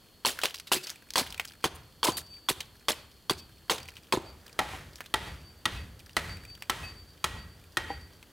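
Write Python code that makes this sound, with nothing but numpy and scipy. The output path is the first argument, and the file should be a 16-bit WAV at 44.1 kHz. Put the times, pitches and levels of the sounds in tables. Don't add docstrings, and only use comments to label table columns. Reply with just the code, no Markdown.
import sys
import numpy as np
from scipy import signal
from scipy.io import wavfile
from scipy.ndimage import uniform_filter1d

SR = 44100
rng = np.random.default_rng(int(sys.argv[2]) if len(sys.argv) > 2 else 0)


def master_out(mix):
    frames = np.transpose(np.atleast_2d(mix))
    ceiling = np.clip(frames, -1, 1)
    pcm = np.round(ceiling * 32767).astype(np.int16)
    wavfile.write(sys.argv[1], SR, pcm)


N = 366912
LIFE = 28672
T = np.arange(LIFE) / SR

# frequency in Hz, relative density in dB per Hz.
AIR_SPECTRUM = [(15, -54), (25, -2), (82, -1), (416, -9), (714, -15), (1740, -18.5), (2350, -22.5),
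                (3250, -15), (3920, -22), (4490, -13.5), (5280, -24), (14800, -24), (16000, -31)]
AIR_DB = -59.5
# frequency in Hz, relative density in dB per Hz.
RUSTLE_SPECTRUM = [(60, -11), (200, 1.5), (500, 3), (900, -5), (1700, -1), (2500, -13), (6000, -13),
                   (16000, -29)]
# start in seconds, length in seconds, level in dB.
GRIPS = [(4.38, .5, -60.5)]
GRIP_RISE_S, GRIP_T60_S = 0.07, 0.71
CHANGE_S, STEADY_RUSTLE_DB = 4, -66

# frequency in Hz, t60 in seconds.
YARD_T60 = [(100, 0.07), (500, .5), (2000, 0.5834), (5000, 0.3762), (14000, 0.38)]
# frequency in Hz, gain in dB.
YARD_COLOUR = [(100, 1.8), (300, 0.83), (1000, -2.2), (2300, -0.19), (5000, -1.1), (14000, -1.1)]

# start in seconds, length in seconds, level in dB before the common trim.
CRUMB_SHOWERS = [(.3, .3, -49.5), (.8, 0.062, -50), (1.24, 0.17, -44), (2.12, .04, -52), (2.6, 0.034, -62),
                 (3.73, 0.034, -43), (4.44, 0.03, -53.5), (4.93, .05, -58), (5.95, 0.074, -59),
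                 (6.36, 0.18, -58)]
CRUMB_RISE_S, CRUMB_T60_S, STRAY_CRUMBS_DB = 0.012, 0.54, -67
# start in seconds, level in dB, pitch in Hz, length in seconds.
SCRAPES = [(0.744, -21, 4750, 0.042), (.752, -24, 2600, 0.038), (0.829, -33, 4500, 0.024),
           (1.745, -51, 9050, 0.025), (3.369, -47.5, 4580, 0.043), (4.208, -52, 1100, 0.025),
           (4.24, -60, 4500, 0.024)]
# start in seconds, level in dB, pitch in Hz, decay time to 1/e in seconds.
CHIPS = [(0.258, -8.5, 5200, .0005), (.389, -30.5, 1450, 0.0026), (0.415, -34, 3320, 0.0082),
         (.435, -16.5, 2480, 0.0022), (0.456, -15, 2980, 0.0011), (0.543, -34.5, 4150, .005),
         (0.5983, -39, 4630, 0.0039), (.671, -42.5, 3800, 0.011), (0.87, -31.5, 5000, .0013),
         (0.876, -40, 2560, 0.003), (0.895, -36, 3840, 0.0026), (.902, -33, 5830, 0.0012),
         (1.105, -35.5, 4440, 0.0026), (1.137, -36, 4530, .0018), (1.18, -6, 4720, 0.0012),
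         (1.196, -14, 3570, 0.0027), (1.264, -36, 1980, .0035), (1.345, -39, 3000, 0.0016),
         (1.397, -23.5, 2250, 0.0017), (1.453, -39.5, 7100, 0.0011), (2.605, -30.5, 3400, 0.0051),
         (3.781, -34.5, 3380, .0036), (3.886, -40.5, 2500, 0.0046), (3.967, -43, 3060, .012),
         (5.006, -35, 1660, 0.0022), (4.957, -43, 5500, .001), (5.06, -45.5, 3440, 0.0039),
         (6.094, -48.5, 2900, 0.0031), (6.623, -35, 2500, 0.002), (8.228, -47, 2140, .004)]

# start in seconds, thud level in dB, thud pitch in Hz, thud t60 in seconds, clack level in dB.
KNOCKS = [(.268, -27.5, 252, 0.091, -31), (.746, -18, 371.6, 0.13, -42), (.764, -19.5, 347, 0.064, -40),
          (1.176, -22, 730, 0.022, -13), (1.211, -21.5, 264, .05, -32), (1.655, -15, 410, .025, -24),
          (2.056, -18, 910, 0.065, -19), (2.085, -17, 333, 0.041, -18), (2.506, -19, 387, 0.021, -29),
          (2.903, -23, 602, 0.055, -45), (3.308, -19, 380, .03, -36), (4.135, -7.5, 360, 0.058, -11),
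          (4.173, -13, 360, 0.024, -26), (4.597, -13, 765, 0.11, -26), (4.735, -38.5, 763, .08, -42),
          (5.275, -45, 805, .08, -50), (7.9027, -29, 802, 0.089, -51)]
# frequency in Hz, relative level in dB, t60 in seconds.
CLACK_MODES = [(610, -9.5, 0.021), (1020, 4.5, 0.049), (1296, -8, 0.036), (2510, -17, 0.032)]

# start in seconds,
# ring level in dB, relative level of the lowest mode in dB, t60 in seconds.
STEEL_RINGS = [(2.11, -40, -20, 0.62), (2.3, -44, -24, 0.57), (2.95, -51, 1, 0.29), (3.391, -46, -14, 0.19),
               (3.788, -47, -12, 0.28), (4.25, -46, -20, 0.31), (5.24, -54, 3, .9), (5.43, -54, -20, .7),
               (5.759, -51, 9, 0.39), (6.281, -45, -6, 0.67), (6.47, -47, -16, 0.64), (6.832, -45, 3, 1.1),
               (7.361, -51, -2, 0.76), (7.878, -48, -3, .8)]
# frequency in Hz, relative level in dB, share of the ring's t60.
STEEL_MODES = [(4605, -1.5, 1), (4614, -3, 1), (6240, -25, .4), (7700, -21, .3), (9060, -22, .3)]
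STEEL_LOW_HZ, STEEL_LOW_T60_S = 2570, 0.26
SWELL_DB, SWELL_S = 1.2, .1

# start in seconds, level in dB, fade t60 in seconds, treble tilt in dB an octave.
SHAVINGS = [(0.2575, -10.5, .14, 0.4), (.434, -24.5, .11, -1.5), (.721, -1.5, 0.1, 0.9),
            (1.161, -14.5, 0.066, -1), (1.182, -10, .1, -1), (1.646, -14.5, .065, -2.5),
            (2.038, -11.5, 0.07, 0.5), (2.068, -19, 0.11, -1.5), (2.169, -30, 0.089, 2),
            (2.488, -11.5, .074, 0.5), (2.887, -14.5, 0.089, -0.4), (3.297, -21, 0.071, -1),
            (3.699, -13, 0.12, -2), (4.128, -13, 0.12, -3.5)]
RIP_S = .012
# frequency in Hz, relative density in dB per Hz.
FIBRE_SPECTRUM = [(60, -23.5), (200, -6.5), (450, 2), (1000, 0.5), (2000, -6), (3700, 2), (6000, -6.5),
                  (10000, -3.5), (16000, -12.5)]

# frequency in Hz, relative density in dB per Hz.
BITE_SPECTRUM = [(60, 3.5), (300, -2), (900, 2), (2000, 4.5), (4000, 1), (6000, -4.5), (10000, -7.5),
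                 (16000, -15.5)]
# frequency in Hz, relative density in dB per Hz.
BOOM_SPECTRUM = [(20, -31), (45, -9.5), (64, 1.5), (80, 3.5), (105, -6.5), (170, -11), (350, -24),
                 (700, -36.5), (2000, -74)]
# frequency in Hz, relative level in dB, t60 in seconds.
BLOCK_MODES = [(442, -10, 0.37), (546, -7, 0.33), (880, 1, 0.35), (1340, -16, .3), (1885, -1, 0.41),
               (1917, -3, 0.55), (3140, -4, 0.39)]
# frequency in Hz, relative level in dB, t60 in seconds.
FLAT_MODES = [(356, -7.5, 0.061), (620, -13.5, 0.059), (740, -11.5, 0.016), (859, 1, 0.038),
              (1180, 6.5, 0.015), (1337, 5.5, 0.029), (1520, -4, 0.011), (1920, 1, 0.046),
              (2150, -18, 0.02), (3200, 2.5, 0.02), (3653, -0.5, 0.022), (4030, 3, 0.013)]
# start in seconds, force in dB, the blank's loudest note in Hz,
# that note's level in dB before a common trim, its t60 in seconds, treble tilt in dB an octave,
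# block boom in dB, splinter spray in dB, block ring in dB.
SCORES = [(4.5906, -3, 840, -9, 0.14, -0.6, -36.5, -33, -37),
          (5.14, -4, 850, -11, 0.065, -0.4, -35, -38, -41),
          (5.655, -8, 1270, -34, 0.044, -0.8, -34, -43.5, -43),
          (6.167, -6, 2040, -16, 0.047, .5, -34.5, -38, -41),
          (6.697, -5, 1323, -7.5, .07, 1, -36, -37.5, -35),
          (7.242, -6.5, 1190, -21, 0.036, 1.5, -35.5, -49, -35),
          (7.7703, -8.5, 1850, -5.5, 0.046, 0.1, -36, -45, -30)]
SPRAY_HOLD_S, SPRAY_T60_S = 0.059, 0.59

# frequency in Hz, relative level in dB, t60 in seconds.
ON_END_MODES = [(240, -19, 0.02), (467, -11.5, 0.033), (905, -2, 0.032), (1070, 6, 0.015), (1700, -8, 0.01),
                (2740, -10, 0.014), (3276, 2.5, .022), (3540, -3.5, 0.0097), (4510, -4, 0.043),
                (6080, -15.5, 0.015), (8030, -23, 0.017), (8900, -18, 0.025)]
# start in seconds, force in dB, factor on the blank's pitch,
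# fibre bite in dB relative to the wood, block boom in dB, brightness of the blank in dB an octave.
HEWS = [(0.2497, -10, 0.96, -17, -52, 0), (0.7171, -14, 0.89, -5, -61, -2.5),
        (1.1567, -5, 1.01, -4, -45, -.5), (1.6411, -6, 1.02, -2, -43, -3), (2.0304, -9, 1, -12.5, -45, 0.5),
        (2.487, -8.5, 1.03, -8.5, -48, .5), (2.884, -8.5, 1.04, 1, -49, 2.5),
        (3.2966, -13.5, 1.03, -9.5, -45.5, 2.5), (3.697, -8, 0.99, -7, -43.5, 1),
        (4.1241, -5, 0.99, -2.5, -43.5, -2.5)]

EDGE_HZ = 15950


def amp(db):
    return 10 ** (np.asarray(db) / 20)


def read(points, hz):
    f, value = np.transpose(points)
    return np.interp(np.log(hz + 1), np.log(f), value)


def evened(x):
    return x / np.sqrt(np.mean(x ** 2) + 1e-20)


def sized(x, size=176):
    loudest = uniform_filter1d(x ** 2, size, mode="constant").max()
    return x / np.sqrt(loudest + 1e-20)


def stroke(length, t60):
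    return np.exp(-np.log(1000) * np.clip((T - length) / t60, 0, 4))


def fade(t60):
    return stroke(0, t60)


def spells(rows, rise_s, t60):
    t = np.arange(N) / SR
    total = np.zeros(N)
    for s, length, db in rows:
        rise = np.clip((t - s) / rise_s, 0, 1)
        decay = amp(-60 * np.maximum(t - s - length, 0) / t60)
        total += amp(db) * rise * decay
    return total


def add(mix, s, sound):
    part = mix[max(round(s * SR), 0):][:len(sound)]
    part += sound[:len(part)]


def colour(x, points, tilt_db=0, size=4096):
    hz = abs(np.fft.fftfreq(size, 1 / SR))
    octaves = np.log2(np.maximum(hz, 500) / 2000)
    log_gain = np.log(amp(read(points, hz) + tilt_db * octaves))
    taps = np.fft.ifft(np.exp(np.conj(signal.hilbert(log_gain)))).real
    return signal.oaconvolve(x, taps[:size // 2])[:len(x)]


def ring(modes, pitch=1):
    chance_db = rng.standard_normal(len(modes))
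    total = np.zeros(LIFE)
    for k, (hz, db, t60) in enumerate(modes):
        swing = np.sin(2 * np.pi * hz * pitch * T)
        total += (-1) ** k * amp(db + chance_db[k]) * fade(t60) * swing
    return total


def crackle(per_s, spread_db, size=LIFE):
    chance, strength = rng.random((2, size))
    at = np.flatnonzero(chance < per_s / SR)
    clicks = np.zeros(size)
    clicks[at] = amp(spread_db * np.minimum(-np.log(1 - strength[at]), 4))
    return clicks * (2 * rng.integers(0, 2, size) - 1)


def background():
    t = np.arange(N) / SR
    shared, apart, rub, waver = rng.standard_normal((4, N))
    mid = evened(colour(shared, AIR_SPECTRUM))
    side = 0.23 * evened(colour(apart, AIR_SPECTRUM))
    air = amp(AIR_DB) * np.array([mid + side, mid - side])
    steady = amp(STEADY_RUSTLE_DB) * (t > CHANGE_S)
    rustle_level = np.hypot(spells(GRIPS, GRIP_RISE_S, GRIP_T60_S), steady)
    rustle = evened(colour(rub, RUSTLE_SPECTRUM)) * rustle_level
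    whine_hz = 4328 + 22 * evened(uniform_filter1d(waver, size=300))
    whine = amp(-67) * np.sin(2 * np.pi * np.cumsum(whine_hz) / SR) * (t < CHANGE_S)
    return air + rustle + whine


def yard(x, spread=0.34):
    hz, t, z = signal.stft(x, SR, nperseg=256)
    power = uniform_filter1d(abs(z) ** 2, size=5, axis=0)
    keep = amp(-60 * 2 * t[1] / read(YARD_T60, hz))
    linger = np.array([signal.lfilter([0, 1 - k], [1, -k], band) for k, band in zip(keep, power)])
    mid, side = signal.stft(rng.standard_normal((2, N)), SR, nperseg=256)[2]
    scatter = np.array([mid + spread * side, mid - spread * side]) / np.std(mid)
    gain = amp(read(YARD_COLOUR, hz))[:, None]
    return signal.istft(scatter * np.sqrt(abs(linger)) * gain, SR, nperseg=256)[1][:, :N]


def woodpile(x, t60=0.39):
    slaps = crackle(per_s=900, spread_db=2.5) * fade(t60) * (1 - fade(0.044))
    slaps = colour(slaps, [(100, 2), (2500, -1), (6000, -3), (14000, -12.5)])
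    return signal.fftconvolve(x, slaps / np.linalg.norm(slaps))[:N]


def near(x, side_db, size=130):
    taps = rng.standard_normal(size * 2) * np.linspace(1, 0, size * 2)
    reflected = signal.oaconvolve(x, taps / np.linalg.norm(taps))[:N]
    side = colour(reflected, [(100, -27), (400, -11.0), (1200, 4), (3000, 1.5), (9000, -13)])
    return x + amp(side_db) * np.array([side, -side])


def crumbs(size=900):
    ticks = np.zeros(N)
    for hz in np.geomspace(1600, 5200, num=4):
        body = [(hz / 8, -26), (hz / 1.5, -11), (hz, 0), (hz * 1.26, -11), (hz * 5, -19)]
        grain = colour(rng.standard_normal(size) * fade(0.024)[:size], body)
        ticks += evened(signal.oaconvolve(crackle(per_s=11, spread_db=2.5, size=N), grain)[:N])
    level = amp(STRAY_CRUMBS_DB) + spells(CRUMB_SHOWERS, CRUMB_RISE_S, CRUMB_T60_S)
    return amp(-2.5) * evened(ticks) * level


def scrapes():
    out = np.zeros(N)
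    for s, db, hz, length in SCRAPES:
        rub = crackle(per_s=17000, spread_db=2.5) * np.sin(np.pi * np.minimum(T / length, 1))
        body = [(hz / 6, -32), (hz / 1.3, -17), (hz / 1.01, -13), (hz, 0), (hz * 1.06, -13), (hz * 3, -26)]
        add(out, s, amp(db) * sized(colour(rub, body)))
    return out


def chips(size=6000):
    out = np.zeros(N)
    for s, db, hz, length in CHIPS:
        decay = np.exp(-T[:size] / length) + 0.099 * np.exp(-T[:size] / .018)
        clicks = crackle(per_s=7300, spread_db=4.5, size=size) * decay
        body = [(hz / 16, -22), (hz / 3, -8), (hz / 1.34, -4), (hz, 3), (hz * 1.49, -6), (hz * 2.4, -12),
                (hz * 6, -19)]
        add(out, s, amp(db) * sized(colour(clicks, body)))
    return out


def knocks():
    out = np.zeros(N)
    for s, db, hz, t60, clack_db in KNOCKS:
        modes = [(hz, 0, t60), (hz * 0.6, -5, t60 * 0.73), (hz * .38, -10, t60 * 1.3),
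                 (hz * 1.23, -7, t60 * 0.63), (hz * 2.39, -9, t60 * 0.67)]
        thud = amp(db) * sized(ring(modes))
        add(out, s, thud + amp(clack_db) * sized(ring(CLACK_MODES)))
    return out


def steel():
    out = np.zeros(N)
    turns = np.arange(12) * SWELL_S
    for s, db, low_db, t60 in STEEL_RINGS:
        modes = [(hz, level, share * t60) for hz, level, share in STEEL_MODES]
        modes.append((STEEL_LOW_HZ, low_db, STEEL_LOW_T60_S))
        swell_db = SWELL_DB * np.interp(T, turns, rng.standard_normal(len(turns)))
        add(out, s, amp(db + swell_db) * ring(modes) * (1 - fade(0.019)))
    return out


def snaps(length, t60, count=14, size=700):
    out, t = np.zeros(LIFE), T[:size]
    for when, pitch, strength in rng.random((count, 3)):
        s = when * (length + .45 * t60)
        hz = 1500 * 5.5 ** pitch
        db = -8 * strength - 45 * max(s - length, 0) / t60
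        add(out, s, amp(db) * np.exp(-t / 0.0012) * np.sin(2 * np.pi * hz * t))
    return out


def shavings():
    out = np.zeros(N)
    for s, db, t60, tilt_db in SHAVINGS:
        burst = crackle(per_s=5500, spread_db=4.0) * stroke(RIP_S, t60)
        burst = sized(colour(burst, FIBRE_SPECTRUM, tilt_db))
        add(out, s, amp(db) * (burst + amp(-6) * sized(snaps(RIP_S, t60))))
    return out


def boom():
    rumble = evened(colour(rng.standard_normal(LIFE), BOOM_SPECTRUM))
    return rumble * fade(1.1) * (1 - fade(0.044))


def blow(modes, pitch, length, bite_db, drag, tilt_db=0):
    fibres = crackle(per_s=18000, spread_db=1.0) * stroke(length, t60=0.0081)
    push = drag * fibres / np.linalg.norm(fibres)
    push[0] += 1
    wood = signal.fftconvolve(push, ring(modes, pitch))[:LIFE]
    bite = sized(colour(fibres, BITE_SPECTRUM, tilt_db))
    return sized(sized(wood) + amp(bite_db) * bite)


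def scoring():
    out = np.zeros(N)
    for s, db, hz, note_db, t60, tilt_db, boom_db, spray_db, ring_db in SCORES:
        rattle = crackle(per_s=4000, spread_db=4.5) * fade(0.13)
        note_modes = [(hz, 0, t60), (hz * 0.77, -7, t60 * 0.76), (hz * 0.955, -8, t60 * .7)]
        note = amp(note_db) * sized(ring(note_modes))
        chop = blow(FLAT_MODES, 1, length=0.0051, bite_db=-2, drag=0.48, tilt_db=tilt_db)
        chatter = sized(colour(rattle, BITE_SPECTRUM, tilt_db - 3.0))
        splinters = crackle(per_s=3000, spread_db=2.5) * stroke(SPRAY_HOLD_S, SPRAY_T60_S)
        spray = sized(colour(splinters, BITE_SPECTRUM, tilt_db=-.5))
        wood = chop + amp(-9.5) * chatter
        block = amp(boom_db) * boom() + amp(ring_db) * sized(ring(BLOCK_MODES))
        add(out, s, amp(db) * wood + amp(-1.5) * note + block + amp(spray_db) * spray)
    return out


def hewing():
    out = np.zeros(N)
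    for s, db, pitch, bite_db, boom_db, bright_db in HEWS:
        modes = [(hz, level + bright_db * np.log2(hz / 2000), t60) for hz, level, t60 in ON_END_MODES]
        wood = blow(modes, pitch, length=0.0053, bite_db=bite_db, drag=.25)
        add(out, s, amp(db) * wood + amp(boom_db) * boom())
    return out


def scene():
    hews = hewing() + knocks()
    scores = scoring()
    splinters = shavings() + chips() + crumbs() + scrapes()
    spill = amp(-25) * hews + amp(-19) * scores + amp(-25.5) * splinters
    close = hews + scores + splinters + steel() + .5 * woodpile(spill)
    close = signal.sosfilt(signal.butter(2, 42, "highpass", fs=SR, output="sos"), close)
    return near(close, side_db=-15.5) + yard(spill) + background()


def record(dry, limit_db=-19.0, recover_db_per_s=115, ceiling=0.4):
    power_db = 10 * np.log10(abs(uniform_filter1d((dry ** 2).mean(0), size=110)) + 1e-12)
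    fall = np.arange(N) * recover_db_per_s / SR
    held_db = np.maximum.accumulate(power_db + fall) - fall
    over_db = np.maximum(held_db - limit_db, 0)
    ducked = dry / amp(uniform_filter1d(over_db, size=30))
    rounded = ceiling * np.tanh(ducked / ceiling)
    lowpass = signal.firwin(401, EDGE_HZ, window=("kaiser", 9), fs=SR)
    return signal.oaconvolve(rounded, lowpass[None], "same")


dry = scene()
out = record(dry)
master_out(out)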